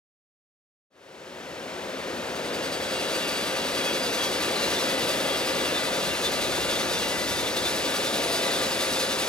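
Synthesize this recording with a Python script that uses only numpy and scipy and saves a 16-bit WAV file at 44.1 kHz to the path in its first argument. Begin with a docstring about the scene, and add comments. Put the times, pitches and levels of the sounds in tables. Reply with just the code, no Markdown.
"""Rock saw biting into stone

A hydraulic saw on an excavator fades in, outdoors. Its big steel blade sinks into a slab: grit rasps
and sets the disc ringing, a little harder once a turn, and the kerf walls make it squeal and chatter.
Behind it the diesel, pump and fan drone at a steady speed. Cooling water sprays off the rim, and a
breeze brushes the microphone."""
import sys
import numpy as np
from scipy import signal
from scipy.fft import rfft, irfft
from scipy.io import wavfile
from scipy.ndimage import uniform_filter1d

SR = 44100
rng = np.random.default_rng(int(sys.argv[2]) if len(sys.argv) > 2 else 0)


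def master_out(mix):
    """Clip the mix to full scale and print it as 16-bit PCM to the path in sys.argv[1]."""
    frames = np.transpose(np.atleast_2d(mix))
    ceiling = np.clip(frames, -1, 1)
    pcm = np.round(ceiling * 32767).astype(np.int16)
    wavfile.write(sys.argv[1], SR, pcm)


N = 409248
T = np.arange(N) / SR
FREQS = np.arange(N // 2 + 1) * SR / N
SEATED_S, FULL_DEPTH_S = 3.126, 6.5  # the blade seats in the stone, then reaches full depth

# The steel disc's strongest modes. Each row: pitch in Hz, width in Hz, base level in dB.
BLADE_MODES = [ (953, 16, -52.5), (1184, 36, -47), (1442, 6, -53.5), (1540, 20, -54), (1708, 12, -51.5),
               (1986, 6, -49.5), (2056, 10, -55), (2266, 5, -52.5), (2305, 16, -53.5), (2540, 6, -49.5),
               (2628, 16, -54), (2783, 8, -48), (2955, 9, -53), (3105, 14, -54), (3321, 18, -45),
               (3461, 14, -51.5), (3577, 18, -48), (3710, 12, -53), (3773, 14, -50.5), (3850, 10, -52.5),
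               (3940, 16, -53), (4005, 11, -50.5), (4100, 36, -45), (4365, 18, -53), (4535, 22, -49),
               (4680, 12, -47.5), (4855, 12, -48.5), (5038, 50, -52), (5180, 16, -55), (5495, 20, -54),
               (5615, 16, -56), (5690, 20, -56), (5950, 70, -53), (6730, 30, -56), (7060, 60, -54),
               (7184, 8, -54), (7816, 20, -57.5), (7961, 40, -57.5), (8060, 30, -58), (9159, 12, -58.5),
               (9366, 25, -60), (9786, 13, -57.5), (9969, 20, -59), (12720, 140, -60), (13870, 130, -60)]


def saw(load_db, feed_db_per_s=16, brighten_db_per_s=0.5652, rasp_db=-35, chip_hz=3000):
    """Diamond segments crush the stone: a dry rasp plus ringing steel, brighter as the cut goes on."""
    # Stone crushed at the rim. Each row: frequency in Hz, relative level in dB.
    rasp_spectrum = [(200, -13.5), (600, 4.5), (900, 0), (1080, -7), (1300, 1.5), (2200, 1), (2850, 2.5),
                     (3220, -2.5), (3700, 0), (4250, -2), (4950, 1.5), (5350, -4), (5900, -6.5), (9000, -9),
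                     (15500, -17.5)]
    # rim pressure climbs until the blade is seated, and leans with the engine's load
    pressure_db = 0.68 * load_db - feed_db_per_s * np.maximum(SEATED_S - T, 0)
    bright_db = brighten_db_per_s * (T - SEATED_S) - 0.5
    contact = rim_contact(pressure_db)
    grit = grains(per_s=18000)
    coarse, chips = split(level(colour(grit, rasp_spectrum), rasp_db), chip_hz)
    # the finest chips follow the contact most closely
    fine = chips * contact + blade_shimmer(grit * contact)
    steel = blade_ring(grit, contact, bright_db) + screech(grit, contact)
    return undb(pressure_db) * (coarse * contact ** 0.12 + fine * undb(bright_db) + steel)


def rim_contact(pressure_db, runout_db=1.1, snag=0.47, bite_rise_s=0.01, bite_s=0.023):
    """The disc is not quite true: once a turn it digs in fast and lets go slowly. Hard spots add bites."""
    # Blade speed, sagging as it bites. 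Each row: time in seconds, turns per second.
    spin = [(0, 10.75), (3.4, 10.75), (3.9, 10.5), (6, 10.5), (6.5, 10.45)]
    # The rim catches on hard spots. Each row: start in seconds, extra contact in dB.
    bites = [(2.353, 7), (2.451, 4), (2.541, 4), (2.637, 5), (2.733, 4), (2.825, 1.5), (2.92, 5),
             (3.143, 4), (3.266, 2.5), (3.402, 3.5), (3.77, 4), (3.84, 0.5), (4.02, 0), (4.135, 3),
             (4.225, 3.5), (4.615, 2), (4.775, 1.5), (5.195, 3.5), (6.235, 3), (8.92, 3), (9.11, 3)]
    angle = 2 * np.pi * (np.cumsum(in_time(spin)) / SR + 0.8)
    scrape = np.sin(angle) + snag * np.sin(2 * angle) + snag ** 2 * np.sin(3 * angle)
    # under light pressure only the high side of the rim touches
    graze = 0.25 * np.clip(-pressure_db, 0, 10)
    turn_scatter = 1 + 0.18 * walk(spin[0][1])
    contact_db = runout_db * (1.5 + graze) * turn_scatter * scrape + walk(30)
    for start, bite_db in bites:
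        age = np.maximum(T - start, 0)
        rise = np.minimum(age / bite_rise_s, 1)
        contact_db += bite_db * rise / (1 + (age / bite_s) ** 4)
    return undb(contact_db)


def blade_ring(grit, contact, bright_db, high_hz=5000):
    """Grit rings the disc, louder while the rim presses; every mode wavers on its own."""
    # Modes that wake or die away with depth.
    # Each row: rough pitch in Hz, gain in dB as the blade seats, gain in dB at full depth.
    waking_modes = [(2783, 4.5, 0), (3461, 6, 1.5), (3577, -9, 5), (4005, 1, -0.5), (4100, -3.5, 0),
                    (4680, -0.5, -8), (4855, -2, 0), (7184, -6, 3), (7816, 0, 7), (8020, 10.5, -20)]
    # the highest modes are rung by the finest chips and come and go the most
    gains_db = [3 * walk(2.9) - 2 + bright_db if hz > high_hz else 1.04 * walk(3.04)
                for hz, _, _ in BLADE_MODES]
    for hz, shallow_db, deep_db in waking_modes:
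        gains_db[mode_at(hz)] += shallow_db + (deep_db - shallow_db) * kerf_depth()
    drive = grit * contact
    rings = 0
    for (hz, width_hz, db), gain_db in zip(BLADE_MODES, gains_db):
        ring = steady_ring(resonate(drive, hz, width_hz))
        rings += level(ring, db + 0.23) * undb(gain_db)
    return rings * contact ** 0.25


def steady_ring(ring):
    """Evens out a mode's loudness so it rings steadily, without sudden swells."""
    power = uniform_filter1d(ring ** 2, size=3000)
    return ring / np.sqrt(power + power.mean())


def blade_shimmer(grit, t60_s=0.074, shimmer_db=-41, shift_db=2.5, count=190):
    """The disc's crowded high modes ring as one metallic sheen; five groups drift in and out."""
    # The colour of the sheen. Each row: frequency in Hz, relative level in dB.
    sheen_spectrum = [(2400, -18), (3200, -24), (3800, 6), (5050, -7), (5350, -8), (5650, -0.5),
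                      (7400, -0.5), (8400, -11), (10400, -4.5), (11300, -10), (12700, -8), (14000, -16),
                      (15500, -28)]
    t = T[:SR // 4]
    pitches = np.linspace(2400, 14500, count) + rng.uniform(-25, 25, count)
    sizes = undb(1.3 * rng.standard_normal(count))
    phases = 2 * np.pi * rng.random(count)
    rings = sizes[:, None] * np.sin(2 * np.pi * pitches[:, None] * t + phases[:, None])
    rings *= np.exp(-np.log(1000) * t / t60_s)
    groups = [rings[k::5].sum(axis=0) for k in range(5)]
    sheen = sum(signal.oaconvolve(grit, group)[:N] * undb(shift_db * walk(6)) for group in groups)
    return level(colour(sheen, sheen_spectrum), shimmer_db)


def screech(grit, contact, shallow_db=-46, damping_db=-11):
    """In a shallow kerf the rim's high side screeches once a turn; deeper in, the walls damp it."""
    scrape = np.minimum(contact, 2) ** 2.2
    ring = resonate(grit * scrape, hz=4620, width_hz=260)
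    return level(ring, shallow_db) * undb(damping_db * kerf_depth())


def squeals(jitter_hz=14, rough_db=3):
    """The disc sticks and slips against the kerf wall, and single modes sing out."""
    # Each row: peak time in seconds, pitch in Hz, half length in seconds, level in dB.
    rubs = [(2.85, 3321, .05, -40), (3.02, 2783, 0.045, -44), (3.25, 2783, 0.064, -42),
            (3.86, 3321, 0.079, -35), (3.87, 2540, 0.12, -39), (4.034, 4855, .03, -39),
            (4.245, 3321, 0.096, -38), (4.26, 4680, .06, -45), (4.625, 4100, .07, -37),
            (4.635, 2783, .055, -37), (4.972, 1986, 0.12, -40), (5.035, 2783, 0.032, -37),
            (5.27, 1986, 0.075, -40), (5.317, 3321, .05, -35), (5.46, 4855, .03, -40),
            (5.61, 3321, 0.056, -40), (5.67, 2783, .045, -37), (5.84, 1986, 0.059, -44),
            (6.103, 2783, 0.067, -35.5), (6.65, 2783, 0.15, -42), (6.76, 3321, .06, -43),
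            (7.057, 2783, 0.034, -37), (7.17, 1986, 0.21, -43), (8.16, 3321, .03, -41),
            (8.367, 4855, .06, -36), (8.503, 1986, 0.11, -41), (8.95, 4855, .04, -41)]
    singing = 0
    for mode, (hz, _, _) in enumerate(BLADE_MODES):
        swells = [undb(db) * swell(peak_s, half_s, half_s)
                  for peak_s, near_hz, half_s, db in rubs if mode_at(near_hz) == mode]
        if swells:
            singing += sum(swells) * tone(hz + jitter_hz * walk(160), rough_db * walk(80))
    return singing


def chatter(jitter_hz=14, rough_db=3.5, stutter_db=-51):
    """Deep in the cut, stick and slip shakes the disc in short, rough bursts."""
    # Each row: peak time in seconds, level in dB.
    burst_peaks = [(4.77, -35), (5.2, -44), (5.45, -44), (5.75, -35), (6.25, -34), (6.68, -49), (6.76, -40),
                   (6.96, -38), (7.09, -50), (7.38, -43), (7.47, -44), (7.57, -39), (7.66, -37.5),
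                   (7.76, -52), (7.86, -57), (8.07, -39), (8.37, -51), (8.57, -40), (8.76, -53),
                   (8.85, -51), (8.97, -45), (9.13, -43)]
    # Neighbouring modes that chatter together. Each row: pitch in Hz, relative level in dB.
    chatter_modes = [(3461, -10), (3577, 0), (4100, -8)]
    bursts = sum(undb(db) * swell(peak_s, rise_s=0.011, fall_s=0.032) for peak_s, db in burst_peaks)
    # between the bursts a fainter stutter goes on, growing with depth
    stutter = kerf_depth() * undb(stutter_db + 4 * walk(28))
    ring = sum(tone(hz + jitter_hz * walk(200), db + rough_db * walk(110)) for hz, db in chatter_modes)
    return (bursts + stutter) * ring


def engine(cycle_hz=19.322, drift=0.00033, knock_db=2, knock_hz=700, roar_db=-31.5):
    """The diesel and the pump it drives: a throbbing drone, and a roar whose lows surge at each firing."""
    # Engine and pump tones. 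Each row: multiple of the four-stroke cycle rate, base level in dB.
    drone_orders = [(4, -56), (9, -54), (11, -55), (12, -56), (14, -48), (15, -55), (17, -49), (19, -48),
                    (21, -49), (24, -48), (25, -49), (28, -43.5), (29, -45.5), (30, -47), (31, -53),
                    (34, -52), (36, -57), (37, -53), (38, -56), (39, -51), (44, -55), (48, -57), (64, -57)]
    # The machine's roar. Each row: frequency in Hz, relative level in dB.
    roar_spectrum = [(18, -65), (30, -65), (65, -18), (102, -16), (190, -8), (374, -3), (450, -4.5),
                     (520, -2.5), (600, -6), (774, -10.5), (928, -8.5), (1080, -12), (1400, -10),
                     (3200, -15), (3780, -16.5), (5350, -22.5), (6200, -24.5), (15000, -38.5)]
    # Combustion knock in firing order. Each entry: one cylinder's relative strength in dB.
    cylinders_db = [-6, 2, -9, -18]
    cycles = np.cumsum(cycle_hz * (1 + drift * walk(1.95))) / SR
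    drone = sum(order_tone(cycles, order, db) for order, db in drone_orders)
    pump = hydraulics(cycles)
    firing, since_firing = np.divmod(cycles * len(cylinders_db), 1)
    cylinder = firing.astype(int) % len(cylinders_db)
    knock = undb(cylinders_db)[cylinder] * np.exp(-since_firing / 0.3)
    surge = level(np.hypot(1, undb(knock_db) * knock), 0)
    low, high = split(level(colour(rng.standard_normal(N), roar_spectrum), roar_db), knock_hz)
    strength = undb(1.2 * walk(cycle_hz) - 1.76)  # no two cycles are equally strong
    return drone * strength + pump + low * surge + high


def hydraulics(cycles):
    """The pump's tone firms up at the end, and a faint whine swells once under load."""
    pump_db = -42.5 + 4.8 * swell(peak_s=9.03, rise_s=0.18, fall_s=0.18) + walk(9.4)
    whine_db = -54 + 13 * swell(peak_s=8.38, rise_s=0.43, fall_s=0.51)
    pump = order_tone(cycles, order=27, db=pump_db, jitter_rad=0.11 * walk(25))
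    return pump + order_tone(cycles, order=35, db=whine_db)


def order_tone(cycles, order, db, jitter_rad=0):
    """One harmonic of the engine cycle; hoses and boom delay distant orders differently."""
    turns = order * cycles + 0.025 * order ** 2
    return np.sqrt(2) * undb(db) * np.sin(2 * np.pi * turns + jitter_rad)


def fan(hz=631.5, db=-48):
    """The cooling fan's blades add a soft, slightly wavering tone."""
    return tone(hz + 0.6 * walk(2.95), db + 2 * walk(4))


def water(spray_db=-51):
    """Droplets flung off the rim patter on the guard and the stone."""
    # The hiss of the spray. Each row: frequency in Hz, relative level in dB.
    spray_spectrum = [(800, -29), (3000, -11), (5350, 11), (6500, 9), (9000, -2), (15000, -30)]
    droplets = grains(per_s=2000, soften_db=3.5)
    return level(colour(droplets, spray_spectrum), spray_db) * undb(1.2 * walk(6))


def breeze(air_db=-73, gust_db=-44, flutter_db=2):
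    """One gust builds and drops over light air: low buffeting, unrelated on the two sides."""
    # Wind on the microphone. Each row: frequency in Hz, relative level in dB.
    buffet_spectrum = [(15, -22), (35, -21), (60, -1), (110, -2.5), (250, -7), (800, -46)]
    sides = []
    for side_db in (0.5, -0.5):
        rumble = level(colour(rng.standard_normal(N), buffet_spectrum), side_db)
        sides.append(rumble * undb(flutter_db * walk(9.2)))
    gust = swell(peak_s=7.24, rise_s=1.44, fall_s=0.58)
    return np.array(sides) * (undb(air_db) + undb(gust_db) * gust)


def yard(x, scatter_s=0.016):
    """Rocks scatter a share back; the stereo pickup shifts the left's phase ahead, widening the sound."""
    # The stereo image. Each row: frequency in Hz, likeness of the sides from 0 to 1,
    # left phase lead in radians, left minus right in dB.
    stereo_image = [(50, 0.87, .05, 2), (250, 0.99, 0.17, 2), (550, 0.94, 0.59, 2), (1110, 0.73, 0.79, 4.5),
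                    (1940, 0.97, 1.44, 3), (4230, 1, 1.16, 0), (7900, 0.57, 1.17, -0.4),
                    (14000, 0.22, .2, -1.5)]
    likeness, phase_lead, pan_db = in_frequency(stereo_image)
    side = np.array([[1], [-1]])
    paths = 1 + rng.random(500)
    delay_s = scatter_s * np.interp(FREQS, np.linspace(0, SR / 2, len(paths)), paths)
    scattered = np.exp(-2j * np.pi * np.cumsum(delay_s) * SR / N)
    spread = np.sqrt((1 + likeness) / 2) + side * np.sqrt((1 - likeness) / 2) * scattered
    pickup = np.exp(1j * side * phase_lead / 2) * undb(side * pan_db / 2)
    return irfft(rfft(x) * spread * pickup, N)


def kerf_depth():
    """Depth of the cut, from 0 when the blade seats to 1 at full depth."""
    return np.clip((T - SEATED_S) / (FULL_DEPTH_S - SEATED_S), 0, 1)


def mode_at(hz):
    """Row of the disc's mode nearest to a frequency."""
    return np.argmin([abs(row[0] - hz) for row in BLADE_MODES])


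def grains(per_s, soften_db=0):
    """Tiny random impacts at unit rms; soften_db turns each down by a random amount."""
    softening = undb(-soften_db * np.minimum(rng.exponential(size=N), 4))
    sizes = softening * rng.standard_normal(N)
    return level(sizes * (rng.random(N) < per_s / SR), 0)


def tone(hz, db):
    """A sine that follows a pitch curve, at an rms level."""
    return np.sqrt(2) * undb(db) * np.sin(2 * np.pi * np.cumsum(hz) / SR)


def swell(peak_s, rise_s, fall_s):
    """A bell-shaped envelope that reaches 1 at its peak."""
    return np.exp(-((T - peak_s) / np.where(T < peak_s, rise_s, fall_s)) ** 2)


def walk(rate_hz):
    """A random wobble with a spread near 1."""
    knots = rng.standard_normal(2048)
    return np.interp(T * rate_hz, np.arange(len(knots)), knots)


def resonate(x, hz, width_hz):
    """A steep-sided resonance: two equal stages in series."""
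    radius = np.exp(-np.pi * width_hz / np.sqrt(np.sqrt(2) - 1) / SR)
    stage = [1, 0, -1, 1, -2 * radius * np.cos(2 * np.pi * hz / SR), radius ** 2]
    return signal.sosfilt([stage, stage], x)


def split(x, hz):
    """The parts of a sound below and above a frequency."""
    low = irfft(rfft(x) / (1 + (FREQS / hz) ** 4), N)
    return low, x - low


def colour(x, table):
    """Filter by a spectrum of Hz and dB pairs."""
    return irfft(rfft(x) * undb(in_frequency(table)[0]), N)


def in_frequency(table):
    """The columns of a spectrum table at every frequency."""
    hz, *columns = np.transpose(table)
    return [np.interp(np.log(FREQS + 1), np.log(hz), column) for column in columns]


def in_time(table):
    """A curve of time and value pairs at every sample."""
    return np.interp(T, *np.transpose(table))


def level(x, db):
    """Scale to an rms level."""
    return x * undb(db) / np.sqrt(np.mean(x ** 2))


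def undb(db):
    """Decibels to gain."""
    return 10 ** (np.asarray(db) / 20)


def scene():
    """Machine, cut and water in a rocky yard, with a breeze on top."""
    # The engine's effort. Each row: time in seconds, load in dB.
    effort = [(2.5, 0.05), (3.4, 0), (4.3, 1.1), (4.7, 2.5), (6.3, 0.5), (6.8, 1.0), (7.2, -0.5),
              (8.4, 1.5), (9.2, 0.5)]
    load_db = in_time(effort)
    machine = engine() * undb(load_db) + fan()
    cut = saw(load_db) + squeals() + chatter()
    return yard(machine + cut + water()) + breeze()


def record(dry, fade_start_s=0.9, fade_s=2.11, top_hz=15750):
    """A slow fade up from silence, and a steep top cut."""
    fade = np.sin(np.pi / 2 * np.clip((T - fade_start_s) / fade_s, 0, 1))
    top_cut = signal.ellip(10, 0.1, 80, top_hz, fs=SR, output="sos")
    return signal.sosfilt(top_cut, dry * fade)


dry = scene()
out = record(dry)
master_out(out)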